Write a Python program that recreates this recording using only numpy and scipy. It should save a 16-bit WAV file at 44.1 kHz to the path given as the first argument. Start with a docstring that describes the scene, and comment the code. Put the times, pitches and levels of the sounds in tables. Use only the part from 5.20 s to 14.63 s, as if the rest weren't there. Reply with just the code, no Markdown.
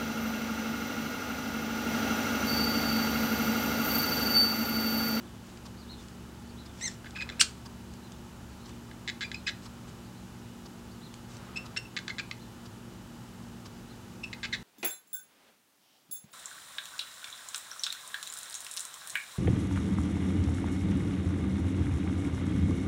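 """A small room, the microphone close to a cage with two small birds. From the start a motor hums,
a clock ticks softly, feathers rustle in preening and a distant bird twitters. At 1.6 s one caged bird
mews and breaks into dry clicks and whistled peeps, all voiced by its syrinx, ending in a sharp squawk
at 2.2 s. A deep drone then fades from under the hum. Three more runs of chatter follow, near 4, 6.5
and 9 s, with rustles and dull shuffles on the perch in between."""
import sys
import numpy as np
from scipy import signal
from scipy.fft import rfft, irfft, next_fast_len
from scipy.io import wavfile
from scipy.ndimage import map_coordinates

SR = 44100
rng = np.random.default_rng(int(sys.argv[2]) if len(sys.argv) > 2 else 0)


def to_wav(sig):
    """Store sig (one row per channel, or 1-D mono) as 16-bit WAV at the path in sys.argv[1].

    Samples outside -1..1 are clipped; the rate is SR.
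    """
    pcm = np.clip(np.atleast_2d(sig), -1, 1) * 32767
    pcm = np.round(pcm).astype(np.int16)
    wavfile.write(sys.argv[1], SR, pcm.T)  # frames by channels


N = 415863


def amp(db):
    """Decibels to gain."""
    return 10 ** (np.asarray(db) / 20)


def unit(x):
    """Scale to rms 1."""
    return x / np.sqrt(np.mean(x ** 2) + 1e-20)


def along(points, hz):
    """Read a curve of (Hz, value) points on a log frequency axis."""
    freqs, values = np.transpose(points)
    return np.interp(np.log(hz + 1), np.log(freqs + 1), values)


def times(length):
    """Sample times of a short sound, in seconds."""
    return np.arange(max(int(length * SR), 8)) / SR


def add(track, s, sound):
    """Mix a sound in at s seconds."""
    part = track[round(s * SR):][:len(sound)]
    part += sound[:len(part)]


def wobble(rate):
    """A smooth random curve, rate knots a second."""
    return map_coordinates(rng.standard_normal(N // 10), [np.arange(N) * rate / SR], mode="wrap")


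def filtered(x, response):
    """Shape x by a gain that depends on frequency."""
    size = next_fast_len(N + 8192)
    return irfft(rfft(x, size) * response(np.fft.rfftfreq(size, 1 / SR)), size)[:N]


def low_cut(hz, edge_hz):
    """Gain that falls 24 dB per octave below the edge."""
    return (hz / edge_hz) ** 4 / np.sqrt(1 + (hz / edge_hz) ** 8)


def noise(spectrum):
    """Coloured noise of rms 1."""
    return unit(filtered(rng.standard_normal(N), lambda hz: amp(along(spectrum, hz))))


def tone(hz, drift_hz, waver_db):
    """A slightly unsteady sine of rms 1."""
    phase = 2 * np.pi * np.cumsum(hz + drift_hz * wobble(6)) / SR
    return unit(np.sin(phase) * amp(waver_db * wobble(7)))


def strokes(events, spectrum, grain_db, gain_db=0):
    """Grainy noise that swells and fades with each stroke."""
    envelope = np.zeros(N)
    for s, length, db in events:
        add(envelope, s, amp(db + gain_db) * np.hanning(len(times(length))))
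    return envelope * unit(noise(spectrum) * amp(grain_db * wobble(700)))


# The room's rumble and hiss. Each row: frequency in Hz, relative noise density in dB.
AIR_RUMBLE = [(15, -50), (29, -22), (42, -7), (54, -4.5), (86, -10), (108, 0.5), (131, -7), (147, -5),
              (174, -6), (236, -8), (260, -9), (349, -10), (384, -14), (700, -21), (910, -66), (1540, -120)]
AIR_HISS = [(290, -27), (500, -17), (678, -6), (843, 2), (1060, -3), (1320, -2), (2160, -10.5),
            (2930, -8.5), (3200, -11), (4030, -12.5), (4660, -12.5), (7530, -14), (8210, -16.5),
            (15100, -23), (16000, -22.5)]
def room_air():
    """Air rushes softly all round the microphone."""
    return amp(-50) * noise(AIR_RUMBLE) + amp(-55) * noise(AIR_HISS)


def drone(db=-53, hold_s=2.34, fade_db_per_s=2.7):
    """A deep tone in the room holds, then fades."""
    fading_s = np.maximum(np.arange(N) / SR - hold_s, 0)
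    return amp(db - fade_db_per_s * fading_s) * tone(70.7, drift_hz=0.65, waver_db=2.5)


# The motor's low and high tones. Each row: frequency in Hz, relative level in dB.
MOTOR_HUM = [(120, -55.5), (186.8, -55.5), (235.3, -53), (352.8, -63), (411, -69.5), (818.3, -82)]
MOTOR_WHINE = [(2985, -72.5), (3526, -77.5), (3908, -77), (6837, -79), (7811, -81), (9765, -85)]
def motor():
    """A motor runs steadily in the background: a wavering hum under a thin whine."""
    hum = sum(amp(db) * tone(hz, drift_hz=0.933, waver_db=1.5) for hz, db in MOTOR_HUM)
    whine = sum(amp(db) * tone(hz, drift_hz=9, waver_db=0) for hz, db in MOTOR_WHINE)
    return hum + amp(-1) * whine


# Resonances of the clock's case. Each row: frequency in Hz, relative noise density in dB.
CLOCK_CASE = [(500, -4), (1100, 8.5), (2000, -6), (5000, 4.5), (9000, -13), (11000, -16), (16000, -28)]
def clock(first_s=0.448, tick_s=0.03, db=-47, tock_db=-3):
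    """A clock in the room steps once a second; every other step is softer."""
    steps = [(first_s + i, tick_s, db + tock_db * (i % 2)) for i in range(N // SR)]
    return strokes(steps, CLOCK_CASE, grain_db=0.5)


# Phrases from far off, the first already under way. Each row: start in seconds, relative level in dB.
FAR_PHRASES = [(-.18, -48), (0.556, -46.5), (1.244, -51), (2.69, -57), (3.269, -54.5), (4.02, -52.5),
               (4.82, -59), (5.69, -53.5), (7.07, -57), (8.55, -59)]
# The notes of one phrase. Each row: delay in seconds, top pitch in Hz, level offset in dB.
PHRASE_NOTES = [(0, 4710, -3), (0.116, 4173, 2), (.2, 3590, -7.5)]
def far_twitter(note_s=0.065, droop=0.22, quaver_rad=0.61, flicker_db=2, scatter=0.0113):
    """A distant bird repeats thin, quavering notes whose pitch droops at both ends."""
    out, t = np.zeros(N), times(note_s)
    progress = t / note_s
    swell = np.sqrt(np.sin(np.pi * progress))
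    quaver = quaver_rad * wobble(450)
    notes = [(s + delay, top_hz, db + note_db)
             for s, db in FAR_PHRASES for delay, top_hz, note_db in PHRASE_NOTES if s + delay > 0]
    for (s, top_hz, db), detune in zip(notes, rng.standard_normal(len(notes))):
        pitch = top_hz * (1 + scatter * detune - droop * (2 * progress - 1) ** 2)
        phase = 2 * np.pi * np.cumsum(pitch) / SR + quaver[round(s * SR):][:len(t)]
        add(out, s, amp(db) * swell * np.sin(phase))
    return out * amp(flicker_db * wobble(60))


# Movements in the cage. Each row: start in seconds, length in seconds, relative level in dB.
FEATHER_RUSTLES = [(.20, 0.19, -62), (.76, 0.12, -58), (1.50, .3, -52), (3.46, 0.067, -57),
                   (4.40, 0.09, -56.5), (4.662, 0.057, -55), (6.047, 0.18, -57.5)]
PERCH_SHUFFLES = [(1.85, 0.54, -57), (4.38, 0.59, -64), (5.95, 0.75, -57)]
# Nibbles of the bill. Each row: start in seconds, relative level in dB.
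BILL_NIBBLES = [(.372, -51), (0.883, -50), (1.712, -43), (1.906, -45), (2.736, -46.5), (2.919, -48),
                (5.9395, -46.5), (6.167, -49)]
# Bright feathers and the dull perch. Each row: frequency in Hz, relative noise density in dB.
FEATHER_COLOUR = [(1000, -1), (2500, 2), (5000, 3.5), (8000, 1.5), (10500, -15), (16000, -39)]
PERCH_COLOUR = [(250, -4), (500, 5), (900, -5), (1300, 4.5), (1900, -6), (4000, -10), (10000, -45)]
def preening(nibble_s=0.0051):
    """Close to the microphone, the birds rub and nibble their feathers and shuffle on the perch."""
    nibbles = [(s, nibble_s, db) for s, db in BILL_NIBBLES]
    feathers = strokes(FEATHER_RUSTLES + nibbles, FEATHER_COLOUR, grain_db=3, gain_db=1)
    return feathers + strokes(PERCH_SHUFFLES, PERCH_COLOUR, grain_db=2.5, gain_db=3)


def arched_call(throat, flutter, s, rise_s, fall_s, start_hz, top_hz, end_hz,
                db, swell_db, edge_s, waver, tremor_db):
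    """The syrinx rises and falls in pitch; its harmonics slide through the throat's resonances."""
    out, t = np.zeros(N), times(rise_s + fall_s)
    before_top = np.maximum(1 - t / rise_s, 0)
    after_top = np.maximum(t - rise_s, 0) / fall_s
    arch_hz = top_hz - (top_hz - start_hz) * before_top ** 1.7 - (top_hz - end_hz) * after_top ** 1.7
    fade = np.clip(np.minimum(t, t[-1] - t) / edge_s, 0.001, 1)
    envelope = fade * amp(db + swell_db * t / t[-1] + tremor_db * wobble(150)[:len(t)])
    roughness = np.clip(0.2 + 1.45 * (1 - arch_hz / top_hz), 0, 1)  # cleanest at the top pitch
    pitch = arch_hz * (1 + waver * wobble(145)[:len(t)])
    pitch *= 1 + flutter * roughness * wobble(1105)[:len(t)]
    harmonic = np.arange(1, 14)[:, None]
    colour = amp(along(throat, harmonic * pitch)) * (harmonic * pitch < SR / 2)
    cycles = harmonic * np.cumsum(pitch) / SR + rng.random(harmonic.shape)
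    voice = (colour * np.sin(2 * np.pi * cycles)).sum(0)
    rasp = 1 + 0.5 * roughness * wobble(879)[:len(t)]
    add(out, s, envelope * rasp * voice)
    return out


# The mew's arch. By name: times in seconds, pitches in Hz, levels in dB, waver as a share of pitch.
MEW_ARCH = dict(s=1.609, rise_s=.037, fall_s=0.044, start_hz=1785, top_hz=2083, end_hz=1617, db=-37.5, swell_db=3.5, edge_s=0.01, waver=0.0162, tremor_db=2.5)
# The throat's resonances in the mew. Each row: frequency in Hz, gain in dB.
MEW_RESONANCES = [(1900, -4.5), (4000, -7.5), (6100, -0.5), (7700, -2), (9000, -22), (10500, -35)]
def mew():
    """One soft call from the cage, swelling over a shallow arch of pitch."""
    return arched_call(MEW_RESONANCES, flutter=0.053, **MEW_ARCH)


# The squawk's arch, with the same names and units as the mew's.
SQUAWK_ARCH = dict(s=2.197, rise_s=0.0081, fall_s=.0105, start_hz=2264, top_hz=2845, end_hz=1148, db=-22, swell_db=10.3, edge_s=.001, waver=0.0042, tremor_db=-1)
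# The throat's resonances in the squawk. Each row: frequency in Hz, gain in dB.
SQUAWK_RESONANCES = [(1100, -3), (2000, -12), (2800, -5), (4000, -2), (5600, -6.5), (8000, -4.5),
                     (9500, -14.5), (12000, -32.5), (16000, -33)]
def squawk():
    """One sharp, plunging call at close range; the small body radiates no bass."""
    voice = arched_call(SQUAWK_RESONANCES, flutter=0.092, **SQUAWK_ARCH)
    return filtered(voice, lambda hz: low_cut(hz, edge_hz=1160))


# Peeps from the cage. Each row: start in seconds, length in seconds, pitch in Hz,
# relative level in dB, overtone level in dB against the fundamental.
RISING_PEEPS = [(1.951, 0.028, 2550, -40, -11), (1.983, .024, 2500, -35, -14),
                (2.01, 0.027, 2517, -33, -12), (2.12, 0.0071, 2420, -43, -10),
                (2.225, .008, 2480, -38, -12), (4.042, .018, 2420, -38.5, -7),
                (4.143, 0.0058, 2526, -33, -4), (4.265, 0.0089, 2540, -31.5, -4),
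                (6.358, 0.029, 2644, -32.5, -7), (6.564, 0.023, 2725, -32.8, -1),
                (6.65, 0.016, 2720, -45, -16), (6.901, .009, 2070, -33, -10),
                (6.993, 0.012, 2440, -33, -18), (9.034, 0.014, 2640, -29.5, -12)]
# Squeals during clucks. Each row: start in seconds, length in seconds, relative level in dB.
FALLING_SQUEALS = [(4.272, 0.0153, -34.5), (9.324, 0.023, -33)]
def whistles(peep_rise=0.025, squeal_hz=(2208, 1690), squeal_overtone_db=1.5, gain_db=-1, rasp_db=3.5):
    """Quavering whistles close by: peeps slide up a little, pressed squeals fall, rich in overtones."""
    notes = [(s, length, hz * (1 - peep_rise / 2), hz * (1 + peep_rise / 2), db, overtone_db)
             for s, length, hz, db, overtone_db in RISING_PEEPS]
    notes += [(s, length, *squeal_hz, db, squeal_overtone_db) for s, length, db in FALLING_SQUEALS]
    out, quaver = np.zeros(N), np.cumsum(0.021 * wobble(400)) / SR
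    for s, length, start_hz, end_hz, db, overtone_db in notes:
        progress = times(length) / length
        pitch = start_hz + (end_hz - start_hz) * progress
        phase = 2 * np.pi * (np.cumsum(pitch) / SR + start_hz * quaver[round(s * SR):][:len(pitch)])
        swell = np.sqrt(np.sin(np.pi * progress))
        overtones = np.sin(2 * phase) + amp(-13) * np.sin(3 * phase)
        add(out, s, amp(db + gain_db) * swell * (np.sin(phase) + amp(overtone_db) * swell * overtones))
    return out * amp(rasp_db * wobble(300))


# Clucks from the cage, each a short run of clicks.
# Each row: start in seconds, length in seconds, clicks per second, relative level in dB.
CLUCK_RUNS = [(1.613, .003, 200, -36), (1.845, .003, 200, -37), (1.859, .014, 215, -37.5),
              (1.959, .02, 200, -33), (2.0084, .018, 140, -28), (2.091, .012, 125, -27),
              (2.195, .003, 200, -26), (3.7143, .003, 200, -37.5), (3.8772, .024, 137, -22.5),
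              (4.0088, .03, 215, -26), (4.117, .004, 200, -25.5), (4.2714, .026, 210, -23.5),
              (6.564, .012, 260, -29), (6.766, .013, 210, -22.5), (6.7893, .003, 200, -27),
              (6.8813, .004, 200, -22.5), (6.8957, .009, 210, -29), (6.984, .016, 160, -24.5),
              (7.113, .004, 200, -23), (9.1304, .008, 200, -27), (9.232, .026, 240, -25.5),
              (9.328, .026, 215, -25.5)]
# The throat's resonances in a click. Each row: frequency in Hz, gain in dB.
CLICK_RESONANCES = [(1000, 8), (1600, -5.5), (2500, 4.5), (3000, -9), (3700, -1), (4600, -4.5),
                    (6000, -18.5), (7300, -12), (8600, -25), (12000, -27)]
def clicks(rise_s=0.001062, fall_s=0.001, high_hz=2600, low_hz=1500, jitter_s=0.00018, gain_db=-13.5):
    """Each close, dry click is a pip of a few cycles: the syrinx snaps open and its pitch drops."""
    # A louder cluck is brighter: the last value tilts the treble, in dB per octave.
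    clucks = [(s, length, rate, db, 0.41 * (db + 24)) for s, length, rate, db in CLUCK_RUNS]
    # The voice catches in each peep with bright clicks, louder when its overtones are strong.
    catches = [(s + 0.005, length / 2, 230, db + overtone_db + 3, 6.5)
               for s, length, _, db, overtone_db in RISING_PEEPS]
    out, t = np.zeros(N), times(0.0092)
    harmonic = np.arange(1, 7)[:, None]
    swell = (t / rise_s) ** 2 * np.exp(2 - 2 * t / rise_s)
    drop_hz = low_hz + (high_hz - low_hz) * np.exp(-t / fall_s)
    rasp = 1 + 0.35 * wobble(2500)
    for s, length, rate, db, tilt in clucks + catches:
        for lag, (detune, late) in zip(np.arange(0, length, 1 / rate), rng.standard_normal((12, 2))):
            partial_hz = harmonic * drop_hz * np.exp(0.11 * detune)
            colour = amp(along(CLICK_RESONANCES, partial_hz) + tilt * np.log2(partial_hz / 3000))
            voice = (colour * np.sin(2 * np.pi * np.cumsum(partial_hz, axis=1) / SR)).sum(0)
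            pip = unit(swell * voice * rasp[round((s + lag) * SR):][:len(t)])
            add(out, s - rise_s + lag + jitter_s * late, amp(db + gain_db) * pip)
    bill_band = signal.butter(7, (1120, 7800), btype="band", fs=SR, output="sos")
    return signal.sosfilt(bill_band, out)


def near_wall(x, delay_s=0.002153):
    """A close surface sends a second copy of each click to the microphone."""
    return filtered(x, lambda hz: 1 - 0.55 * np.exp(-2j * np.pi * hz * delay_s))


# The small room's tail. Each row: frequency in Hz, time to fall 60 dB in seconds.
ROOM_DECAY = [(500, 0.32), (2500, 0.26), (6000, 0.25), (12000, 0.26)]
def echoes(x, early_db, tail_db, early_decay_s=0.076, gap_s=0.0034):
    """Dense early echoes and a short tail reach the microphone, changing a little every quarter second."""
    out, t = np.zeros(N), times(0.4)
    step = SR // 4
    for i in range(0, N, step):
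        hz, lag, spectrum = signal.stft(rng.standard_normal(len(t)), SR, nperseg=256)
        decay = amp(-60 * lag / along(ROOM_DECAY, hz)[:, None])
        tail = signal.istft(spectrum * decay, SR, nperseg=256)[1][:len(t)]
        early = rng.standard_normal(len(t)) * amp(-60 * t / early_decay_s)
        echo = amp(early_db) * early / np.linalg.norm(early) + amp(tail_db) * tail / np.linalg.norm(tail)
        add(out, i / SR + gap_s, signal.fftconvolve(x[i:i + step], echo))
    return out


def scene():
    """From beside the cage: the two birds close by, the twitter far off, the hum all round."""
    chatter = preening() + near_wall(clicks()) + mew()
    peeps, cry, far = whistles(), squawk(), far_twitter()
    birds = chatter + echoes(chatter, early_db=-11, tail_db=-12.5)
    birds += peeps + echoes(peeps, early_db=-8, tail_db=-10)
    birds += cry + echoes(cry, early_db=-5, tail_db=-13)
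    birds += echoes(far, early_db=-4, tail_db=-8.5)  # the far bird arrives only by echoes
    return (birds + clock() + motor() + drone() + room_air())[None]


def record(dry, low_cut_hz=34, top_hz=15850):
    """One camera microphone, mono: it drops the deepest bass and keeps nothing above its band limit."""
    return filtered(dry[0], lambda hz: (hz < top_hz) * low_cut(hz, low_cut_hz))[None]


dry = scene()
out = record(dry)
to_wav(out)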